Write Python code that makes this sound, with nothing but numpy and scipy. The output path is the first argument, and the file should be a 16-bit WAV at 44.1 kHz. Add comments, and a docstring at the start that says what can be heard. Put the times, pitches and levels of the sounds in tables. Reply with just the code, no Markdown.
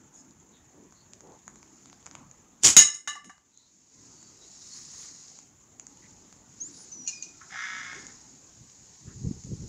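"""A walled garden, one microphone: a faint hiss, the rumble of a far town and a few distant birds.
Close by, a slingshot's rubber creaks as it is drawn, then whips and slaps; the ball strikes a tin can,
which rings, tumbles and bounces. Cloth rustles close up, like a hand in a pocket. Later a dry hinge
squeaks, a latch clinks and, farther off, a wooden gate groans as it sticks and slips.
The walls give a short echo. At the end wind buffets the microphone."""
import sys
import numpy as np
from scipy import signal
from scipy.io import wavfile
from scipy.ndimage import uniform_filter1d, minimum_filter1d

SR = 44100
rng = np.random.default_rng(int(sys.argv[2]) if len(sys.argv) > 2 else 0)


def to_wav(sig):
    """Store sig (one row per channel, or 1-D mono) as 16-bit WAV at the path in sys.argv[1].

    Samples outside -1..1 are clipped; the rate is SR.
    """
    pcm = np.clip(np.atleast_2d(sig), -1, 1) * 32767
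    pcm = np.round(pcm).astype(np.int16)
    wavfile.write(sys.argv[1], SR, pcm.T)  # frames by channels


N = 426888

# spectrum of the bands' slap and the can's rattle: (frequency [Hz], relative density [dB])
SLAP_SPECTRUM = [(35, -48.5), (60, -20.5), (389, -20.5), (621, -33), (924, -23), (1700, -24), (3270, -17.5),
                 (3940, -20), (6900, -4), (8320, -19), (16000, -48)]
# spectrum of the rustle at its loudest and of the latch's grit: (frequency [Hz], relative density [dB])
RUSTLE_SPECTRUM = [(500, -45.5), (900, -27), (3400, -22.5), (3900, -13), (5300, -5.5), (6000, -4.5),
                   (6750, 2.5), (7500, -8.5), (8100, -18.5), (10000, -38.5), (16000, -60.5)]


def amp(db):
    """Decibels as a gain."""
    return 10 ** (np.asarray(db) / 20)


def unit_rms(x):
    """Scales to rms 1."""
    return x / np.sqrt(np.mean(x ** 2) + 1e-20)


def unit_peak(x):
    """Scales to peak 1."""
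    return x / abs(x).max()


def at_hz(points, hz):
    """Reads (frequency, value) points on a log frequency axis."""
    f, value = np.transpose(points)
    return np.interp(np.log(hz + 1), np.log(f + 1), value)


def envelope(rows):
    """A level curve as a gain, silent outside its span."""
    s, db = np.transpose(rows)
    return amp(np.interp(np.arange(N) / SR, s, db, left=-200, right=-200))


def surge(top_s, db, rise_db_per_s, fall_db_per_s):
    """A gain that climbs to its top and falls away at steady rates."""
    t = np.arange(N) / SR - top_s
    return amp(db + np.minimum(rise_db_per_s * t, -fall_db_per_s * t))


def add(mix, s, sound):
    """Mixes a sound in at s seconds."""
    part = mix[round(s * SR):][:len(sound)]
    part += sound[:len(part)]


def drift(count, size):
    """A random wander smoothed over size steps; rms 1."""
    return unit_rms(uniform_filter1d(rng.standard_normal(count), size=size))


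def dying_noise(count, t60):
    """White noise that falls 60 dB in t60 seconds."""
    return rng.standard_normal(count) * amp(-60 * np.arange(count) / SR / t60)


def resonate(x, hz, *widths):
    """Resonances of gain 1 in series, one a width in Hz: shift hz to zero, smooth, shift back."""
    turn = np.exp(2j * np.pi * np.cumsum(hz * np.ones(len(x))) / SR)
    for width in widths:
        pole = np.exp(-np.pi * width / SR)
        x = 2 * (turn * signal.lfilter([1 - pole], [1, -pole], x / turn + 1e-18)).real
    return x


def noise(spectrum, patchy_db, flicker_db, size=512):
    """Coloured noise with drifting patches and a flicker shared by all frequencies; rms 1."""
    frames, hz = 4 * N // size + 5, np.fft.rfftfreq(size, 1 / SR)
    real, imag, patches = rng.standard_normal((frames, len(hz), 3)).T
    patches = unit_rms(uniform_filter1d(uniform_filter1d(patches, size=8, axis=0), size=12, axis=1))
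    gain = amp(at_hz(spectrum, hz)[:, None] + patchy_db * patches + flicker_db * drift(frames, 3))
    return unit_rms(signal.istft((real + 1j * imag) * gain, nperseg=size, noverlap=size * 3 // 4)[1][:N])


def click(spectrum):
    """The causal pulse with this spectrum; peak 1."""
    log_gain = np.log(amp(at_hz(spectrum, abs(np.fft.fftfreq(4096, 1 / SR)))))
    return unit_peak(np.fft.ifft(np.exp(np.conj(signal.hilbert(log_gain)))).real[:2048])


def ring(modes, dull_db, rough_hz, steady, rise_s):
    """Dented metal: modes wobble in size and phase as they die; a dull blow weakens the high ones."""
    hz, db, t60 = np.transpose(modes)[:, :, None]
    t, hop = np.arange(16384) / SR, 64
    real, imag = rng.standard_normal((2, len(modes), len(t) // hop + 2))
    poles = np.exp(-np.pi * rough_hz * hz[:, 0] / 3000 * hop / SR)  # high modes wobble faster
    slow = np.array([signal.lfilter([1], np.poly([p, p]), w) for p, w in zip(poles, real + 1j * imag)])
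    slow = steady + slow / np.sqrt(np.mean(abs(slow) ** 2, axis=1, keepdims=True))
    step, part = np.divmod(np.arange(len(t)), hop)
    wobble = slow[:, step] + (slow[:, step + 1] - slow[:, step]) * part / hop
    turn = np.exp(2j * np.pi * (hz * t + rng.random(hz.shape)))
    decay = amp(db - dull_db * np.log2(hz / 6500) - 60 * t / t60)
    return unit_peak((decay * (wobble * turn).real).sum(0)) * (1 - np.exp(-(t / rise_s) ** 2))


def rustle():
    """A faint hiss swells into a close cloth rustle, like a hand in a pocket, with dry fizz and scrape."""
    # hiss and rustle at the microphone: (time [s], level [dB])
    levels = [(0.0, -63), (1.54, -62), (1.8, -59), (2.55, -63), (3.45, -61), (4.05, -53), (4.38, -55.5),
              (4.77, -45.5), (4.9, -47.5), (5.03, -44), (5.12, -49), (5.4, -53.5), (5.5, -61.5),
              (5.75, -62), (6.03, -56), (6.44, -60), (6.8, -49), (7.0, -56.5), (7.15, -50.5), (7.33, -55),
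              (7.56, -52), (8.0, -50), (8.39, -56.5), (9.68, -52.5)]
    # spectra of faint hiss, fizz and scrape: (frequency [Hz], relative density [dB])
    thin = [(1200, -47.5), (2000, -14), (3500, -15), (5000, -20.5), (5900, -9.5), (6400, 0), (7100, 3),
            (7700, -10), (8300, -31), (12000, -56.5), (16000, -64)]
    fizzy = [(7000, -41), (9000, 7.5), (11500, -12), (13000, -18), (16000, -6)]
    rough = [(500, -18.5), (1000, 4), (1400, -5), (1900, 3.5), (2500, -4), (3800, -5), (5000, -26)]
    level, loud_db = envelope(levels), -45.5
    db = 20 * np.log10(level + 1e-9)
    broad = np.clip((db + 63.5) / 14, 0, 1)
    fizz = amp(-67 + 3 * (db - loud_db)) * noise(fizzy, 1.4, 1.7)
    scrape = amp(-63 + 2 * (db - loud_db)) * noise(rough, 1.9, 2.6, size=256)
    hiss = np.sqrt(1 - broad) * noise(thin, 1.7, 1.4)
    cloth = np.sqrt(broad) * noise(RUSTLE_SPECTRUM, 1.0, 0.95)
    return fizz + scrape + level * (hiss + cloth)


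def town():
    """The far town: a low rumble that slowly rises and falls."""
    # rumble at the microphone: (time [s], level [dB])
    levels = [(0.0, -60.5), (1.89, -60.5), (2.1, -57), (2.55, -61.5), (3.71, -65), (4.1, -59),
              (4.66, -63.5), (4.99, -59), (5.45, -64.5), (6.03, -59.5), (7.6, -60.5), (8.01, -55.5),
              (8.7, -63), (9.68, -61.5)]
    # its spectrum: (frequency [Hz], relative density [dB])
    rumble = [(15, -50.5), (25, -11), (113, -1.5), (144, 0), (280, -1), (582, -14), (830, -11.5),
              (1930, -19.5), (2570, -29), (4280, -66), (5000, -39), (6500, -52), (11000, -120)]
    return envelope(levels) * noise(rumble, patchy_db=2.3, flicker_db=0.4, size=2048)


def swells():
    """Soft swells and thuds in the background: short rounded lumps of noise."""
    # noise lumps: (time [s], length [s], centre [Hz], width [Hz], level [dB])
    lumps = [(0.119, 0.12, 6760, 670, -54.5), (0.72, 0.18, 273, 248, -56), (1.193, 0.2, 362, 304, -56.5),
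             (1.211, 0.19, 790, 388, -59.5), (2.096, 0.21, 1000, 590, -63), (3.235, 0.077, 197, 121, -48),
             (6.576, 0.23, 284, 100, -59), (6.903, 0.17, 260, 100, -56), (6.014, 0.067, 1980, 500, -62),
             (7.513, 0.06, 780, 150, -52.5), (7.934, 0.079, 380, 152, -56),
             (9.062, 0.084, 1506, 910, -62.5)]
    out = np.zeros(N)
    for s, length, hz, width, db in lumps:
        count = int(length * SR)
        lump = resonate(rng.standard_normal(count), hz, width, width)
        add(out, s, amp(db) * unit_rms(lump) * signal.windows.tukey(count, .6))
    return out


def birds():
    """Distant calls, heard as short fuzzy glides."""
    # bird calls: (time [s], length [s], from [Hz], to [Hz], blur [Hz], level [dB])
    calls = [(0.138, 0.11, 5400, 5100, 700, -67), (0.506, .1, 4050, 3200, 600, -66.5),
             (0.925, 0.13, 4250, 4400, 450, -67), (3.471, 0.28, 3830, 4270, 604, -63),
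             (3.625, 0.074, 3895, 3620, 401, -69), (4.123, 0.19, 4400, 4650, 298, -68),
             (4.385, 0.098, 3800, 4070, 298, -62.5), (4.587, 0.082, 3900, 4000, 300, -67),
             (4.659, .13, 4850, 4000, 80, -57)]
    out = np.zeros(N)
    for s, length, from_hz, to_hz, blur, db in calls:
        count = int(length * SR)
        call = resonate(rng.standard_normal(count), np.linspace(from_hz, to_hz, count), blur, blur)
        add(out, s, amp(db) * unit_rms(call) * np.hanning(count))
    return out


def ticks():
    """Stretched rubber creaks and hands tick close by: each slip is a bright snap over a duller body."""
    # creaks and handling ticks: (time [s], snap peak [dB], body against snap [dB])
    creaks = [(0.9237, -43, -5), (1.1341, -34.5, -9), (1.2066, -36, -9.5), (1.479, -29.5, -3),
              (1.558, -38, -8), (1.629, -36.5, -6), (1.8576, -38.5, -7.5), (1.8988, -38.5, -9),
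              (1.929, -37.5, -7), (2.0598, -33.5, -10), (2.0648, -28, -10), (2.0733, -41, -1),
              (2.1118, -33.5, -7.5), (2.152, -30, -5), (2.3127, -35, -12), (3.3804, -42.5, -1),
              (3.5748, -31.5, -30), (4.228, -37, -15), (4.423, -53, -2), (5.282, -37, -30),
              (5.3886, -32, -14), (5.7972, -27.5, -11), (5.868, -28, -30), (5.9726, -41.5, -26),
              (6.3263, -40.5, -5), (6.6497, -40.5, -20), (6.8064, -44, -8), (7.9305, -38.5, 2),
              (8.0674, -30, -22), (9.4376, -35.5, -27)]
    snap = click([(1000, -21), (3500, -13.5), (5500, -7), (6800, 7.5), (8100, -16), (10500, -41),
                  (16000, -69)])
    body = click([(300, -25), (900, -2), (1500, 3), (2300, 8), (3200, -14.5), (5000, -20), (16000, -37)])
    out, faint_per_s = np.zeros(N), 1.5
    draws = rng.random((round(faint_per_s * N / SR), 2))
    faint = [(when * (N / SR - .1), -48 + 4 * force, -20) for when, force in draws]
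    for s, db, body_db in creaks + faint:
        slip = rng.standard_normal(40) * np.hanning(40)  # about a millisecond
        bright = unit_peak(np.convolve(slip, snap))
        dull = unit_peak(np.convolve(abs(slip), body))
        add(out, s, amp(db) * (bright + amp(body_db) * dull))
    return out


def slingshot():
    """The release, close up: a flurry of slaps over the fluttering whip of the bands through the air."""
    # slaps of band and pouch: (time [s], peak [dB])
    slaps = [(2.635, -7), (2.6445, 2.5), (2.6458, 3.5), (2.6497, 6), (2.6528, 1.5), (2.6546, -2),
             (2.661, 2.5), (2.662, 0.5), (2.6719, 6.5), (2.68, 3), (2.689, 1), (2.701, -11.5)]
    top_s, stop_s = 2.65, 0.098
    late = np.maximum(np.arange(N) / SR - top_s, 0) / stop_s
    cutoff = np.exp(-np.minimum(late, 5) ** 3)  # closes ever faster
    whip = surge(top_s, db=-6, rise_db_per_s=1698.5, fall_db_per_s=141.5) * cutoff
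    out = whip * noise(SLAP_SPECTRUM, 1.8, 1.8, size=256)
    pulse = click(SLAP_SPECTRUM)
    rise = np.arange(200) / SR / 0.00047  # each burst swells for a moment, then dies
    for s, db in slaps:
        burst = np.convolve(rng.standard_normal(200) * rise * np.exp(-rise), pulse)
        add(out, s, amp(db) * unit_peak(burst))
    return out


def can():
    """The ball hits, then the can bounces: each blow knocks, rattles and sets the tin ringing."""
    # blows: (time [s], ring level [dB], dullness [dB/octave], rattle and knock against the ring [dB])
    blows = [(2.766, 12, 0, -12.5, -10.5), (2.942, -24.5, -3, -13, -29), (3.075, -16, 8.5, -14, -1),
             (3.089, -43, -12, -6, -16), (3.153, -30.5, 22, -15, 1.5), (3.244, -37, 0.5, -17, -2),
             (3.295, -34.5, 17, -16, -0.5)]
    # modes of the tin: (frequency [Hz], relative level [dB], t60 [s])
    modes = [(766, -40.5, 0.06), (1172, -26, 0.25), (1750, -23, 0.27), (2056, -26.5, 0.38),
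             (2800, -28.5, .2), (2900, -11.5, 0.2), (2924, -17.5, 0.084), (3600, -21, 0.076),
             (3810, -24.5, 0.22), (3880, -16, 0.23), (4770, -28, 0.14), (5340, -17, 0.31),
             (5540, -23, 0.074), (6100, -23.5, .19), (6100, -19.5, 0.13), (6550, -14, 0.082),
             (6573, -4, 0.11), (6670, -4, .25), (6850, -5.5, .22), (7300, -10, 0.044), (7020, -15, 0.16),
             (8120, -21, 0.27), (8200, -26, 0.23), (8730, -18, 0.2), (9200, -31, .15), (10100, -26.5, 0.18)]
    out, pulse, t = np.zeros(N), click(SLAP_SPECTRUM), np.arange(SR // 4) / SR
    for s, db, dull_db, rattle_db, knock_db in blows:
        rattle = unit_rms(np.convolve(rng.standard_normal(len(t)), pulse)[:len(t)])
        contact = click([(40, -36.5), (150, -17.5 - 1.4 * dull_db), (450, -14.5 - dull_db), (750, -7),
                         (2000, -3.5), (3500, -10 - 3 * dull_db), (16000, -34 - 2.7 * dull_db)])
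        knock = np.convolve(rng.standard_normal(1500) * np.exp(-t[:1500] / 0.0042), contact)
        add(out, s, amp(db) * ring(modes, dull_db, rough_hz=80, steady=0.3, rise_s=.0002))
        add(out, s, amp(db + rattle_db - 60 * t / 0.18) * rattle)
        add(out, s, amp(db + knock_db) * unit_peak(knock))
    return out


def hinge():
    """Dry metal slips so fast that it whistles, warbling at first and wavering throughout."""
    # one list a squeak: (time [s], pitch [Hz], level [dB])
    squeaks = [
        [(6.6, 6030, -44), (6.618, 6400, -32), (6.645, 6830, -42), (6.675, 7230, -43), (6.7, 8300, -79)],
        [(6.71, 10400, -75), (6.78, 9600, -65), (6.835, 9300, -58), (6.856, 8700, -73)],
        [(6.91, 6130, -52), (6.918, 6120, -38), (6.94, 6150, -43.5), (6.96, 5950, -48), (7.0, 5880, -45.5),
         (7.1, 5700, -49), (7.17, 5000, -54), (7.26, 4560, -62)],
    ]
    warble_per_s, warble_hz, fade_s, waver_hz = 42, 150, 0.067, 37
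    out = np.zeros(N)
    for rows in squeaks:
        s, hz, db = np.transpose(rows)
        t = np.arange(s[0], s[-1], 1 / SR)
        warble = warble_hz * np.cos(2 * np.pi * warble_per_s * (t - s[1])) * np.exp(-(t - s[0]) / fade_s)
        pitch = np.interp(t, s, hz) + warble + waver_hz * drift(len(t), 300)
        level = amp(np.interp(t, s, db) + 0.49 * drift(len(t), 300))
        tone = np.sqrt(2) * np.sin(2 * np.pi * np.cumsum(pitch) / SR)
        add(out, s[0], level * tone * signal.windows.tukey(len(t), .1))
    return out


def latch():
    """Metal strikes metal: a short ring with a gritty edge."""
    # clinks: (time [s], ring level [dB], dullness [dB/octave])
    clinks = [(7.065, -32.5, 6), (7.0753, -17, -1.3), (7.091, -24, 9), (7.224, -23.5, 2.5)]
    # modes of the latch: (frequency [Hz], relative level [dB], t60 [s])
    modes = [(2460, -30.5, 0.51), (2786, -26.5, 0.1), (4313, -25, 0.09), (5920, -25, 0.39),
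             (6240, -18.5, 0.14), (6610, 4, 0.019), (6940, -12, 0.083)]
    out = np.zeros(N)
    for s, db, dull_db in clinks:
        grit = np.convolve(dying_noise(4000, t60=0.22), click(RUSTLE_SPECTRUM))
        add(out, s, amp(db) * ring(modes, dull_db, rough_hz=63, steady=0.49, rise_s=0.00059))
        add(out, s, amp(db - 12) * unit_peak(grit))
    return out


def gate():
    """A double knock, then stick-slip pulses, partly blurred into puffs of noise, ring the wooden gate."""
    # groan of the gate: (time [s], level [dB])
    groan = [(7.49, -54), (7.539, -42), (7.601, -37.5), (7.749, -40.5), (7.969, -45.5), (8.01, -56.5),
             (8.12, -59.5)]
    # resonances of the wood: (frequency [Hz], width [Hz], relative level [dB])
    modes = [(736, 120, -23), (1420, 320, 1), (1670, 296, 3.5), (2094, 130, 2), (2940, 91, -16),
             (3470, 430, -6.5), (5100, 330, -9.5), (5940, 400, -7)]
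    # knocks on the gate: (time [s], peak [dB])
    knocks = [(7.408, -49), (7.414, -40.5)]
    s, db = np.transpose(groan)
    t = np.arange(s[0], s[-1], 1 / SR)
    age = t - s[0]
    slips_per_s = 192 * (1 - .14 * np.exp(-age / .05) - .14 * age)  # speeds up, then slackens
    turns = np.cumsum(slips_per_s * (1 + 0.012 * drift(len(t), 1500))) / SR
    accent = amp(5.2 * np.cos(2 * np.pi * turns / 3))  # every third slip is stronger
    slips = np.diff(np.floor(turns), prepend=0) * accent
    puffs = (0.32 + np.exp(-(turns % 1) / 0.76)) * rng.standard_normal(len(t))
    rough = np.interp(t, [s[0], (s[0] + s[-1]) / 2, s[-1]], [.5, .28, .7])
    drive = (1 - rough) * unit_rms(slips) + rough * unit_rms(puffs)
    wood = sum(amp(mode_db) / np.sqrt(width) * resonate(drive, hz, width, 2 * width, 4 * width)
               for hz, width, mode_db in modes)
    out = np.zeros(N)
    add(out, s[0], amp(np.interp(t, s, db)) * unit_rms(wood) * signal.windows.tukey(len(t), .05))
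    for at, peak_db in knocks:
        knock = resonate(resonate(dying_noise(2000, t60=0.031), 1420, 500), 1430, 500)
        add(out, at, amp(peak_db) * unit_peak(knock))
    return out


def wind():
    """Eddies buffet the microphone at a shifting rate; a few land as single pops."""
    # gusts: (time of top [s], level [dB], centre of the buffeting [Hz])
    gusts = [(8.616, -50, 100), (8.82, -56, 103), (9.079, -41.5, 126), (9.166, -46.5, 109),
             (9.261, -29, 147), (9.37, -45.5, 110), (9.47, -42.5, 118), (9.524, -35.5, 172),
             (9.636, -33.5, 100)]
    # spectrum of the buffeting: (frequency [Hz], relative density [dB])
    buffet = [(12, -46.5), (20, -29), (59, -3.5), (156, -10), (452, -20), (501, -28.5), (756, -47),
              (1200, -52), (1560, -72), (2640, -120)]
    # pressure pops: (time [s], level [dB], frequency [Hz])
    pops = [(9.074, -36.5, 152), (9.309, -19, 194), (9.444, -30, 129), (9.515, -33, 322),
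            (9.635, -38.5, 100)]
    s, db, hz = np.transpose(gusts)
    centre = np.interp(np.arange(N) / SR, s, hz)
    level = sum(surge(at, top_db, rise_db_per_s=352, fall_db_per_s=280) for at, top_db in zip(s, db))
    eddies = resonate(noise(buffet, 0.88, 1.37, size=1024), centre, 110)
    eddies = unit_rms(eddies / amp(at_hz(buffet, centre)))  # equally strong wherever the centre lies
    out = level * unit_rms(eddies + 0.68 * noise(buffet, 3.7, 2.5, size=1024))
    for at, pop_db, pop_hz in pops:
        turns = np.linspace(0, 1.6, int(1.6 * SR / pop_hz))
        add(out, at, -amp(pop_db) * np.sin(2 * np.pi * turns) * np.hanning(len(turns)) ** 0.86)
    return out


def garden_echo(x):
    """Sparse echoes of random sign from walls and fences, each band dying at its own speed."""
    # decay of the garden: (frequency [Hz], t60 [s])
    decay = [(100, .2), (1000, 0.33), (4000, 0.24), (8000, 0.24), (16000, 0.067)]
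    taps = np.zeros(SR // 2)
    at = np.arange(200, SR // 2 - 20, 20)
    taps[at + rng.integers(0, 20, len(at))] = rng.choice([-1., 1.], len(at))
    hz, t, bands = signal.stft(taps, SR, nperseg=256)
    tail = signal.istft(bands * amp(-60 * t / at_hz(decay, hz)[:, None]), SR, nperseg=256)[1]
    return signal.oaconvolve(x, tail / np.linalg.norm(tail))[:N]


def scene():
    """The garden at the microphone, in mono; gate and birds carry more echo than the near sounds."""
    near = slingshot() + can() + ticks()
    far = gate() + birds()
    background = town() + swells()
    metal = hinge() + latch()
    echo = garden_echo(amp(-12) * near + amp(-5) * far + amp(-16.5) * metal)
    return (near + far + metal + echo + rustle() + background + wind())[None]


def record(dry):
    """The recorder: self-noise, gain control that ducks at the shot, soft overload, band limits."""
    self_noise_db, threshold_db, hold_s, release_s, ceiling = -79, -24.5, 1.02, .08, .78
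    x = dry[0] + amp(self_noise_db) * rng.standard_normal(N)
    power_db = 10 * np.log10(abs(uniform_filter1d(x ** 2, size=400, origin=199)) + 1e-12)
    over_db = np.clip(power_db - threshold_db, 0, 12)
    hold = int(hold_s * SR) // 2 * 2 + 1
    held_db = -minimum_filter1d(-over_db, hold, origin=hold // 2, mode="nearest")
    pole = np.exp(-1 / (SR * release_s))
    released_db = np.maximum(held_db, signal.lfilter([1 - pole], [1, -pole], held_db))
    ducked = x / amp(0.56 * released_db)
    saturated = ceiling * np.tanh(ducked / ceiling)
    low_cut = signal.butter(4, 34, "high", fs=SR, output="sos")
    high_cut = signal.firwin(511, 15700, window=("kaiser", 9), fs=SR)
    return signal.oaconvolve(signal.sosfilt(low_cut, saturated), high_cut, "same")[None]


dry = scene()
out = record(dry)
to_wav(out)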